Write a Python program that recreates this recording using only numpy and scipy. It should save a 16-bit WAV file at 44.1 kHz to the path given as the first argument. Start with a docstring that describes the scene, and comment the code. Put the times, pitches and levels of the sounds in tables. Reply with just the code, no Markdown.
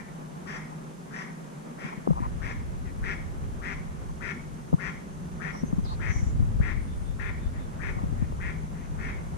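"""A walk over sand in front of a beach building. From the start a dry rasp, most likely a tree frog, repeats on
the left at walking pace: quick pulses ring its throat and echo from the walls. Surf and a low drone lie behind,
and the camera's case creaks in the hand. After about two seconds the microphone starts to thump, wind rumbles
on it, and the case knocks. Past halfway, as a stronger gust arrives, a small bird twitters; then a farther one
pips five times."""
import sys
import numpy as np
from scipy import signal
from scipy.fft import rfft, irfft
from scipy.io import wavfile

SR = 44100
rng = np.random.default_rng(int(sys.argv[2]) if len(sys.argv) > 2 else 0)


def waveform_to_disk(signal):
    """Save audio, clipped to [-1, 1], as 16-bit WAV at the path in sys.argv[1]."""
    frames = np.transpose(np.atleast_2d(signal))
    scaled = np.clip(frames, -1, 1) * 32767
    samples = np.round(scaled).astype(np.int16)
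    wavfile.write(sys.argv[1], SR, samples)


N = 413216
T = np.arange(N) / SR
HZ = np.maximum(np.fft.rfftfreq(N, 1 / SR), 1)

# The frog's calls, with a few soft answers between them: (start [s], length [s], level [dB],
# swell [dB], upward scrape [s], strongest ring [Hz], share sent to the walls [dB], sizzle [dB])
FROG_CALLS = [(-.09, 0.1, -41, 9.5, 0.054, 1770, 7, -61), (0.458, 0.12, -37.5, 3, .022, 1800, 3.5, -53),
              (1.093, 0.14, -38, 7, .06, 1900, 3, -54.5), (1.771, .128, -40, 4.5, 0.039, 2270, 3.5, -59),
              (2.187, 0.078, -48.5, 3, 0.015, 2050, -18, -75), (2.407, .12, -36, 3, 0.032, 2100, -1.5, -58),
              (2.843, 0.065, -48.5, 4, 0.019, 1980, -8, -75),
              (3.022, 0.12, -30.5, 7, 0.029, 2000, -3, -56.5),
              (3.612, 0.13, -33, 4.5, 0.029, 2050, -3.5, -58.5),
              (4.206, 0.12, -31, 5.5, 0.025, 2100, -4.5, -57),
              (4.784, 0.12, -31, 6, 0.027, 1900, -2.5, -57), (5.396, 0.12, -33, 3, .036, 1950, -3.5, -60.5),
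              (5.993, .13, -31.5, 6, 0.034, 2010, -3.5, -59), (6.601, 0.13, -33.5, 5, .032, 2050, -2, -64),
              (7.193, 0.1147, -34, 2, 0.0057, 1900, -2.5, -67),
              (7.527, 0.087, -50.5, 4, 0.018, 2000, -4, -75),
              (7.782, .13, -33.5, 5.5, 0.056, 2090, -3.5, -62.5),
              (8.168, 0.092, -52, 3, .026, 2120, -9, -75), (8.396, 0.12, -35.5, 3.5, 0.025, 2040, -2, -66),
              (8.728, .14, -52.5, 3.5, 0.02, 1960, -10, -75), (8.972, 0.14, -37.5, 7, 0.034, 1980, 2, -64)]
# How the throat rings after one pulse: (frequency [Hz], level [dB])
THROAT_COLOUR = [(200, -31.5), (392, -1), (520, -13.5), (700, -12.5), (1050, -5), (1280, -9), (1405, 1.5),
                 (1550, -4), (1680, 2), (1820, 2.5), (2040, -1), (2200, -3), (2520, -7), (2850, -21),
                 (3350, -21.5), (4100, -32), (7000, -56), (12000, -89)]
# The walker turns away from the frog and back, shading the right ear: (time [s], loss [dB])
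HEAD_SHADE = [(0, 35), (1.1, 41), (1.8, 26), (2.4, 13), (3.1, 8.5), (5.4, 33), (6, 20), (7.8, 31),
              (8.4, 10), (9.37, 15)]
# Airy hiss on a call: (frequency [Hz], level [dB])
WHEEZE_COLOUR = [(200, -18), (500, 7), (1200, 15), (1900, 0), (2800, 1), (3300, 0.5), (3700, -9.5),
                 (4200, -24), (10000, -49)]
# Thin, high sizzle on a call: (frequency [Hz], level [dB])
SIZZLE_COLOUR = [(3800, -22), (4400, -19.5), (5100, 0.5), (5450, -1.5), (5950, 1.5), (6400, -13.5),
                 (7200, -6), (10000, -39)]
# Tone of the echo from the walls: (frequency [Hz], level [dB])
WALL_COLOUR = [(250, -14), (900, 7), (1600, 1), (1900, -1), (2170, 6), (2600, -3), (3200, 6.5), (6000, 4.5),
               (10000, 5)]
# Tone of the sea: (frequency [Hz], level [dB])
SURF_COLOUR = [(40, -15), (112, -41), (150, -9), (230, 1), (290, -6.5), (500, -12), (650, -16),
               (1000, -18.5), (1450, -21.5), (2700, -28), (4300, -32.5), (7000, -31.5), (10500, -34.5),
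               (14500, -49)]
# How wide the sea sounds: (frequency [Hz], spread [dB]).
# Spread is the level of the part opposed in the two ears against the part they share.
SURF_SPREAD = [(45, 2.5), (110, 1), (155, -14), (210, -7.5), (370, -4), (600, 4), (1260, 5), (2300, -1),
               (4200, -3), (7800, 0.5), (14000, 0.5)]
# Rise and fall of the sea's wash: (time [s], level before the boost [dB])
SURF_SWELL = [(0.0, -52), (2.27, -50), (5.22, -52), (5.56, -49.5), (6.99, -52), (7.93, -49.5), (8.61, -52),
              (9.37, -50)]
# Change in the middle tones of the wash: (time [s], gain [dB])
SURF_MID_GAIN = [(0, 2.5), (2.4, -0.5), (3.2, 0.22), (6.3, 0.2), (7.8, 0.06), (9.37, 1.9)]
# Noise bands of the low drone, plus a faint high one: (centre [Hz], width [Hz], level [dB], spread [dB])
DRONE_BANDS = [(154, 29, -51, -5.5), (156.9, 2.8, -53, -9), (178.2, 1.5, -58.5, -15),
               (191.7, 43, -54, -9.5), (379, 37, -65.5, -3), (6260, 380, -78, 1)]
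# Rise and fall of the drone: (time [s], gain [dB])
DRONE_GAIN = [(0, 2.5), (1, 4), (3, 2), (4, 3.5), (5.7, 7.5), (6.5, 2), (7.5, 0.5), (8.9, 7), (9.37, 5)]
# The grip creaks on the camera's case: (start [s], length [s], level [dB])
GRIP_CREAKS = [(0.71, .028, -46), (1.923, 0.018, -37.5), (2.1, .018, -36), (2.124, .016, -39),
               (2.155, 0.049, -36), (2.215, .052, -35.5), (4.093, .018, -46), (5.463, .02, -42),
               (5.54, .022, -40), (5.774, 0.021, -44.5), (5.853, .016, -44), (5.893, 0.048, -40),
               (7.975, .04, -42), (8.01, .036, -46)]
# How the case rings: (frequency [Hz], level [dB])
CASE_COLOUR = [(200, -35), (550, -16), (780, -1.5), (950, 0.5), (1080, -3), (1220, -4), (1350, -18),
               (2200, -52), (7000, -100)]
# Low thumps on the microphone: (time [s], level [dB], final pitch [Hz], rise time [s])
MICROPHONE_THUMPS = [(1.846, -23.5, 173, 0.0041), (1.974, -25, 165, 0.0059), (2.073, -11, 305, .0016),
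                     (2.083, -14, 200, 0.0068), (2.1005, -10, 160, 0.01), (2.202, -20.5, 228, 0.0036),
                     (2.22, -16, 111, 0.0049), (4.7275, -11, 169, 0.0062), (4.739, -7.5, 154, .0048),
                     (5.63, -16.5, 225, 0.0068), (5.728, -13.5, 190, 0.0049), (5.78, -13, 184, 0.0068),
                     (6.094, -12, 79, 0.0072), (6.158, -13, 76.6, 0.0066), (6.224, -12.5, 97, 0.0072),
                     (6.259, -15, 60, 0.015), (6.392, -10, 94.3, 0.0088), (6.404, -19, 186, 0.0046),
                     (6.422, -10, 108, 0.0074), (6.601, -7, 99, 0.0051), (7.458, -14.5, 56.6, .011),
                     (7.969, -19, 150, 0.0053), (8.034, -18, 194, 0.0058), (8.124, -17, 115, 0.0026),
                     (8.22, -12, 154, 0.0053)]
# A calm, one gust, a lull, a stronger gust: (time [s], level [dB])
WIND_LEVEL = [(0, -58), (.9, -62), (1.6, -69), (2.03, -61), (2.12, -42), (2.45, -37), (3.3, -42),
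              (3.6, -40), (4.65, -50), (5.45, -48.5), (5.72, -33.5), (6.2, -36.5), (6.6, -30),
              (6.78, -34.5), (7.6, -38), (8.42, -36), (9.03, -43), (9.37, -39)]
# Tone of the wind's rumble: (frequency [Hz], level [dB])
WIND_COLOUR = [(10, -27), (22, -5.5), (42, 0.5), (70, -1), (100, -2), (150, -9), (220, -18.5), (350, -28),
               (700, -46.5), (2000, -81)]
# How wide the wind sounds: (frequency [Hz], spread [dB])
WIND_SPREAD = [(25, 8.5), (60, 2.5), (125, -4.5), (250, 3), (600, 3)]
# Knocks on the case: (time [s], level [dB], hollow low ring against the case's ring [dB])
CASE_KNOCKS = [(2.074, -18, 3.5), (2.106, -22, 8), (4.728, -26, 11.5), (4.739, -20, -14), (5.635, -28, 4),
               (5.726, -28, 3), (6.161, -30, -6), (6.394, -34, -2), (6.424, -32, -1), (6.597, -33, 9),
               (7.967, -32, 2), (8.04, -34, 6), (8.223, -29, -4), (8.322, -30, 1)]
# A small bird's notes:
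# (start [s], length [s], first pitch [Hz], last pitch [Hz], hoarseness [Hz], level [dB])
TWITTER_NOTES = [(5.527, 0.11, 5500, 5830, 380, -54.5), (5.65, 0.049, 6130, 6430, 260, -56),
                 (5.84, 0.03, 5200, 4830, 500, -56), (5.848, .11, 3950, 4260, 700, -50.5),
                 (6.077, .15, 6070, 5960, 520, -50), (6.168, .15, 6000, 5900, 560, -58.5),
                 (6.103, 0.25, 7100, 6970, 700, -58), (6.79, .13, 8600, 9500, 280, -64),
                 (6.9, 0.22, 9150, 8700, 280, -65)]


def from_db(db):
    """Turn decibels into a number to multiply by."""
    return 10 ** (np.asarray(db) / 20)


def rms_one(x):
    """Scale a signal so that its average power is one."""
    return x / np.sqrt(np.mean(x ** 2) + 1e-20)


def in_time(points):
    """Join (time, value) points with straight lines, giving a value for every sample."""
    return np.interp(T, *np.transpose(points))


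def colour(points):
    """Join (frequency, level) points into a gain for every frequency."""
    hz, db = np.transpose(sorted(points))
    return from_db(np.interp(np.log(HZ), np.log(hz), db))


def hump(hz, width_hz):
    """Gain that favours one frequency and falls away on both sides."""
    return 1 / (1 + ((HZ - hz) / (.75 * width_hz)) ** 2)


def filtered(x, gain):
    """Turn each frequency of a sound up or down by its gain."""
    return irfft(rfft(x) * gain, N)


def noise(gain):
    """Random noise of a given tone colour, with a power of one."""
    return rms_one(filtered(rng.standard_normal(N), gain))


def wide(gain, spread):
    """Noise from all around: one part shared by both ears and one part opposed in them."""
    side = gain * spread
    side_level = np.sqrt(np.sum(side ** 2) / np.sum(gain ** 2))
    return noise(gain) + noise(side) * side_level * np.array([[1], [-1]])


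def ringing(gain):
    """A filter with this gain that rings only after it is struck, like a real object."""
    cepstrum = irfft(np.log(gain), N)
    cepstrum[1:N // 2] *= 2   # move what would come before the strike to after it
    cepstrum[N // 2 + 1:] = 0
    return np.exp(rfft(cepstrum))


def ticks(phase):
    """One click each time the count of cycles passes a whole number."""
    return np.diff(np.maximum.accumulate(np.floor(phase)), prepend=-1)


def ears(pan_db):
    """Left and right gains that average one; a positive pan favours the left."""
    gains = from_db(np.array([pan_db, -pan_db]).reshape(2, -1) / 2)
    return gains / gains.mean(axis=0)


def add(out, start_s, x):
    """Mix a short sound in at a given time."""
    at = round(start_s * SR)
    first, last = max(at, 0), min(at + x.shape[-1], N)
    if last > first:
        out[..., first:last] += x[..., first - at:last - at]


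def gliding_peak(x, hz, width_hz):
    """Keep a narrow band of a sound while the band's centre moves."""
    carrier = np.exp(2j * np.pi * np.cumsum(hz) / SR)
    decay = np.exp(-np.pi * width_hz / SR)
    return 2 * np.real(signal.lfilter([1 - decay], [1, -decay], x / carrier) * carrier)


def frog_pulses(rate_hz, jitter_cycles=.06, rebound_cycles=.443, rebound_db=-6.5, hiss_db=-3):
    """Uneven clicks, each with a weaker rebound and a burst of rubbing; also returns a pulsing hiss."""
    chance = rng.standard_normal((64, 3))
    cycles = np.cumsum(rate_hz) / SR
    strength, timing, rebound_timing = chance[cycles.astype(int)].T
    phase = cycles - .5 + jitter_cycles * timing
    rebounds = ticks(phase - rebound_cycles + jitter_cycles * rebound_timing)
    clicks = (ticks(phase) + from_db(rebound_db) * rebounds) * 15.122   # brings their power near one
    white = rng.standard_normal((2, N // 20))[:, :len(cycles)]
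    burst = rms_one(np.exp(-2.2 * (phase % 1)))
    pulses = (clicks + from_db(hiss_db) * burst * white[0]) * from_db(-.2 * strength)
    return pulses, white[1] * np.sqrt(burst)


def frog(lead_s=.008, swell_s=.072, release_s=.02, climb_hz=318, sand_s=.001577, right_lag_s=.000475):
    """Pulses ring the throat and scrape upward; returns the sound at the ears and at the walls."""
    throat = rms_one(colour(THROAT_COLOUR))
    rim = rms_one(throat ** .5 * hump(2380, width_hz=720))   # the bright edge of a call
    throat_ring, rim_ring = (irfft(ringing(throat) * g, N)[:SR // 50] for g in (1, rim / throat))
    calls, air = np.zeros((3, N)), np.zeros((2, N))
    for start, length, level_db, swell_db, scrape_s, peak_hz, echo_db, sizzle_db in FROG_CALLS:
        shade_db = np.interp(start, *np.transpose(HEAD_SHADE))
        t = np.arange(int((lead_s + length + release_s) * SR)) / SR - lead_s
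        progress = t / length
        # pulses quicken through a call; calls that swell more are slower
        pulses, hiss = frog_pulses(rate_hz=192.85 + 11.25 * progress - swell_db)
        ring = throat_ring + from_db(-7.5 - .32 * shade_db) * rim_ring   # duller when turned away
        tone = signal.fftconvolve(pulses, ring)[:len(t)]
        tone += from_db(-3) * gliding_peak(tone, peak_hz + climb_hz * (progress - .5), width_hz=300)
        opening = np.sin(np.pi / 2 * np.clip(t / scrape_s, 0, 1))
        speed = .62 + .38 * opening   # the scrape: pitch and pulse rate slide up together
        tone = rms_one(np.interp(np.cumsum(speed), np.arange(len(t)), tone))
        fade_in = np.clip((t + lead_s) / (lead_s + .79 * scrape_s), 0, 1)
        swell = from_db(swell_db * (np.clip(t / swell_s, 0, 1) - 1))
        fade_out = np.clip((length - t) / release_s + .5, 0, 1)
        effort = fade_in * swell * fade_out
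        paths_db = np.array([[0], [-shade_db], [echo_db]])   # left ear, right ear, walls
        add(calls, start - lead_s, tone * effort * from_db(level_db + paths_db))
        if level_db > -46:   # only full calls wheeze and sizzle
            wheeze_db = -46 - .98 * start   # fades as the walk goes on
            add(air, start - lead_s, hiss * effort * opening * from_db([[wheeze_db], [sizzle_db]]))
    sand_bounce = 1 + from_db(-9) * np.exp(-2j * np.pi * HZ * sand_s) * hump(0, 2100)
    wheeze = rfft(air[0]) * rms_one(colour(WHEEZE_COLOUR))
    sizzle = rfft(air[1]) * rms_one(colour(SIZZLE_COLOUR))
    left, right, outward = rfft(calls) * sand_bounce + wheeze + sizzle
    right *= np.exp(-2j * np.pi * HZ * right_lag_s)
    return irfft([left, right], N), irfft(outward, N)


def wall_echoes(x, fade_60db_s=.56, first_s=.00062, build_s=.00057, front_delay_s=.085):
    """Echoes scatter off the balconies and die away; the building's front sends back one ringing echo."""
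    age = np.maximum(T[:SR] - first_s, 0)
    tail = rng.standard_normal((2, SR)) * (1 - np.exp(-age / build_s)) * from_db(-60 * age / fade_60db_s)
    tail /= np.sqrt(np.sum(tail ** 2, axis=1, keepdims=True))
    scattered = signal.fftconvolve(filtered(x, colour(WALL_COLOUR))[None], tail, axes=1)[:, :N]
    front = filtered(x, hump(2190, width_hz=170) * np.exp(-2j * np.pi * HZ * front_delay_s))
    return (from_db(-9.5) * scattered + from_db(-8.5) * front) * ears(pan_db=1.5)


def surf(boost_db=4, waver_db=1.1, hiss_from_hz=2500, hiss_db=-48.5):
    """The wash of the sea swells and wavers while its high hiss stays even."""
    sea = wide(colour(SURF_COLOUR), colour(SURF_SPREAD))
    body = filtered(sea, 1 / (1 + (HZ / hiss_from_hz) ** 4))
    mid_change = filtered(body, hump(900, width_hz=500)) * (from_db(in_time(SURF_MID_GAIN)) - 1)
    level_db = in_time(SURF_SWELL) + boost_db + waver_db * noise(hump(0, 26))
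    return (body + mid_change) * from_db(level_db) + (sea - body) * from_db(hiss_db)


def drone(lowest_hz=132):
    """Narrow bands of noise hum behind the surf, with the deepest bass cut away."""
    bass_cut = 1 / np.sqrt(1 + (lowest_hz / HZ) ** 16)
    bands = sum(from_db(level_db) * wide(hump(hz, width_hz) * bass_cut, from_db(spread_db))
                for hz, width_hz, level_db, spread_db in DRONE_BANDS)
    return bands * from_db(in_time(DRONE_GAIN))


def tap(gain):
    """The short ring of something tapped once, with a peak of one."""
    ring = irfft(ringing(gain), N)[:SR // 50]
    return ring / np.max(np.abs(ring))


def through_case(x, right_db=-2, lag_s=.00007):
    """The case shakes the two microphone openings in opposite ways, the right one weaker and later."""
    return np.array([x, -from_db(right_db) * np.interp(T - lag_s, T, x)])


def creaks(slips_per_s=500, jitter_cycles=.3):
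    """The hand's grip gives way in runs of tiny, uneven slips that ring the camera's case."""
    out, case = np.zeros(N), tap(colour(CASE_COLOUR))
    for start, length, level_db in GRIP_CREAKS:
        t = T[:int(length * SR)]
        chance = rng.standard_normal((64, 2))
        timing, strength = chance[(t * slips_per_s).astype(int)].T
        slips = ticks(t * slips_per_s + jitter_cycles * timing) * strength
        fade = np.sqrt(np.sin(np.pi * t / length))
        creak = rms_one(signal.fftconvolve(slips, case)[:len(t)] * fade)
        add(out, start, creak * from_db(level_db))
    return out


def thumps(droop=.38, droop_s=.003, right_db=-7, lag_cycles=.43):
    """A thump strikes the left opening, then the sheltered right: a short swing falling in pitch."""
    out, t = np.zeros((2, N)), T[:SR // 8]
    for start, level_db, hz, rise_s in MICROPHONE_THUMPS:
        age = t / rise_s
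        phase = 2 * np.pi * hz * (t + droop * droop_s * (1 - np.exp(-t / droop_s)))
        swing = (age * np.exp(1 - age)) ** 2 * np.sin(phase)
        add(out[0], start, swing * from_db(level_db))
        add(out[1], start + lag_cycles / hz, swing * from_db(level_db + right_db))
    return out


def wind(left_db=2.5, veer_db=2.5, lumpy_db=2):
    """Swirling air rumbles on the microphone openings, favouring the left and veering at random."""
    pan_db = left_db + veer_db * noise(hump(0, 4.9))
    rumble = wide(colour(WIND_COLOUR), colour(WIND_SPREAD))
    level_db = in_time(WIND_LEVEL) + lumpy_db * noise(hump(0, 2.4))
    return rumble * ears(pan_db) * from_db(level_db)


def knocks():
    """Each knock rings the camera's case along with a lower, hollow note."""
    case, hollow = tap(colour(CASE_COLOUR)), tap(hump(500, width_hz=290) ** 2)
    out = np.zeros(N)
    for start, level_db, hollow_db in CASE_KNOCKS:
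        add(out, start, (case + from_db(hollow_db) * hollow) * from_db(level_db))
    return out


def bird_note(length, first_hz, last_hz, width_hz, steadiness=.64):
    """A short gliding whistle that wobbles at random: the wider it is, the hoarser it sounds."""
    progress = np.linspace(0, 1, int(length * SR))
    phase = 2 * np.pi * np.cumsum(first_hz + (last_hz - first_hz) * progress) / SR
    smooth = signal.butter(2, width_hz / 2, fs=SR, output="sos")
    a, b = signal.sosfilt(smooth, rng.standard_normal((2, 2, SR // 2)))[..., -len(progress):]
    whistle = (a * np.cos(phase) + b * np.sin(phase)) / np.hypot(a, b) ** steadiness
    return rms_one(whistle) * np.sqrt(4 * progress * (1 - progress))


def birds(pips_from_s=6.87, pip_every_s=.176, pip_hz=3550, pip_db=-63.5):
    """A little to the right, one bird twitters; a farther one follows with five even pips."""
    out = np.zeros((2, N))
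    for start, length, first_hz, last_hz, width_hz, level_db in TWITTER_NOTES:
        add(out, start, bird_note(length, first_hz, last_hz, width_hz) * from_db(level_db))
    for k in range(5):
        pip = bird_note(.1, pip_hz, pip_hz, width_hz=160)
        add(out, pips_from_s + k * pip_every_s, pip * from_db(pip_db))
    return out * ears(pan_db=-2.5)


def scene():
    """Mix the animals, the camera's case, the background and the wind."""
    rasps, toward_walls = frog()
    animals = rasps + wall_echoes(toward_walls) + birds()
    handling = through_case(creaks() + knocks())
    background = (surf() + drone()) * ears(pan_db=.03)
    return animals + handling + background + thumps() + wind()


def record(dry, cutoff_hz=14900):
    """Cut the highest treble away steeply."""
    return signal.sosfilt(signal.ellip(10, .1, 80, cutoff_hz, fs=SR, output="sos"), dry)


dry = scene()
out = record(dry)
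waveform_to_disk(out)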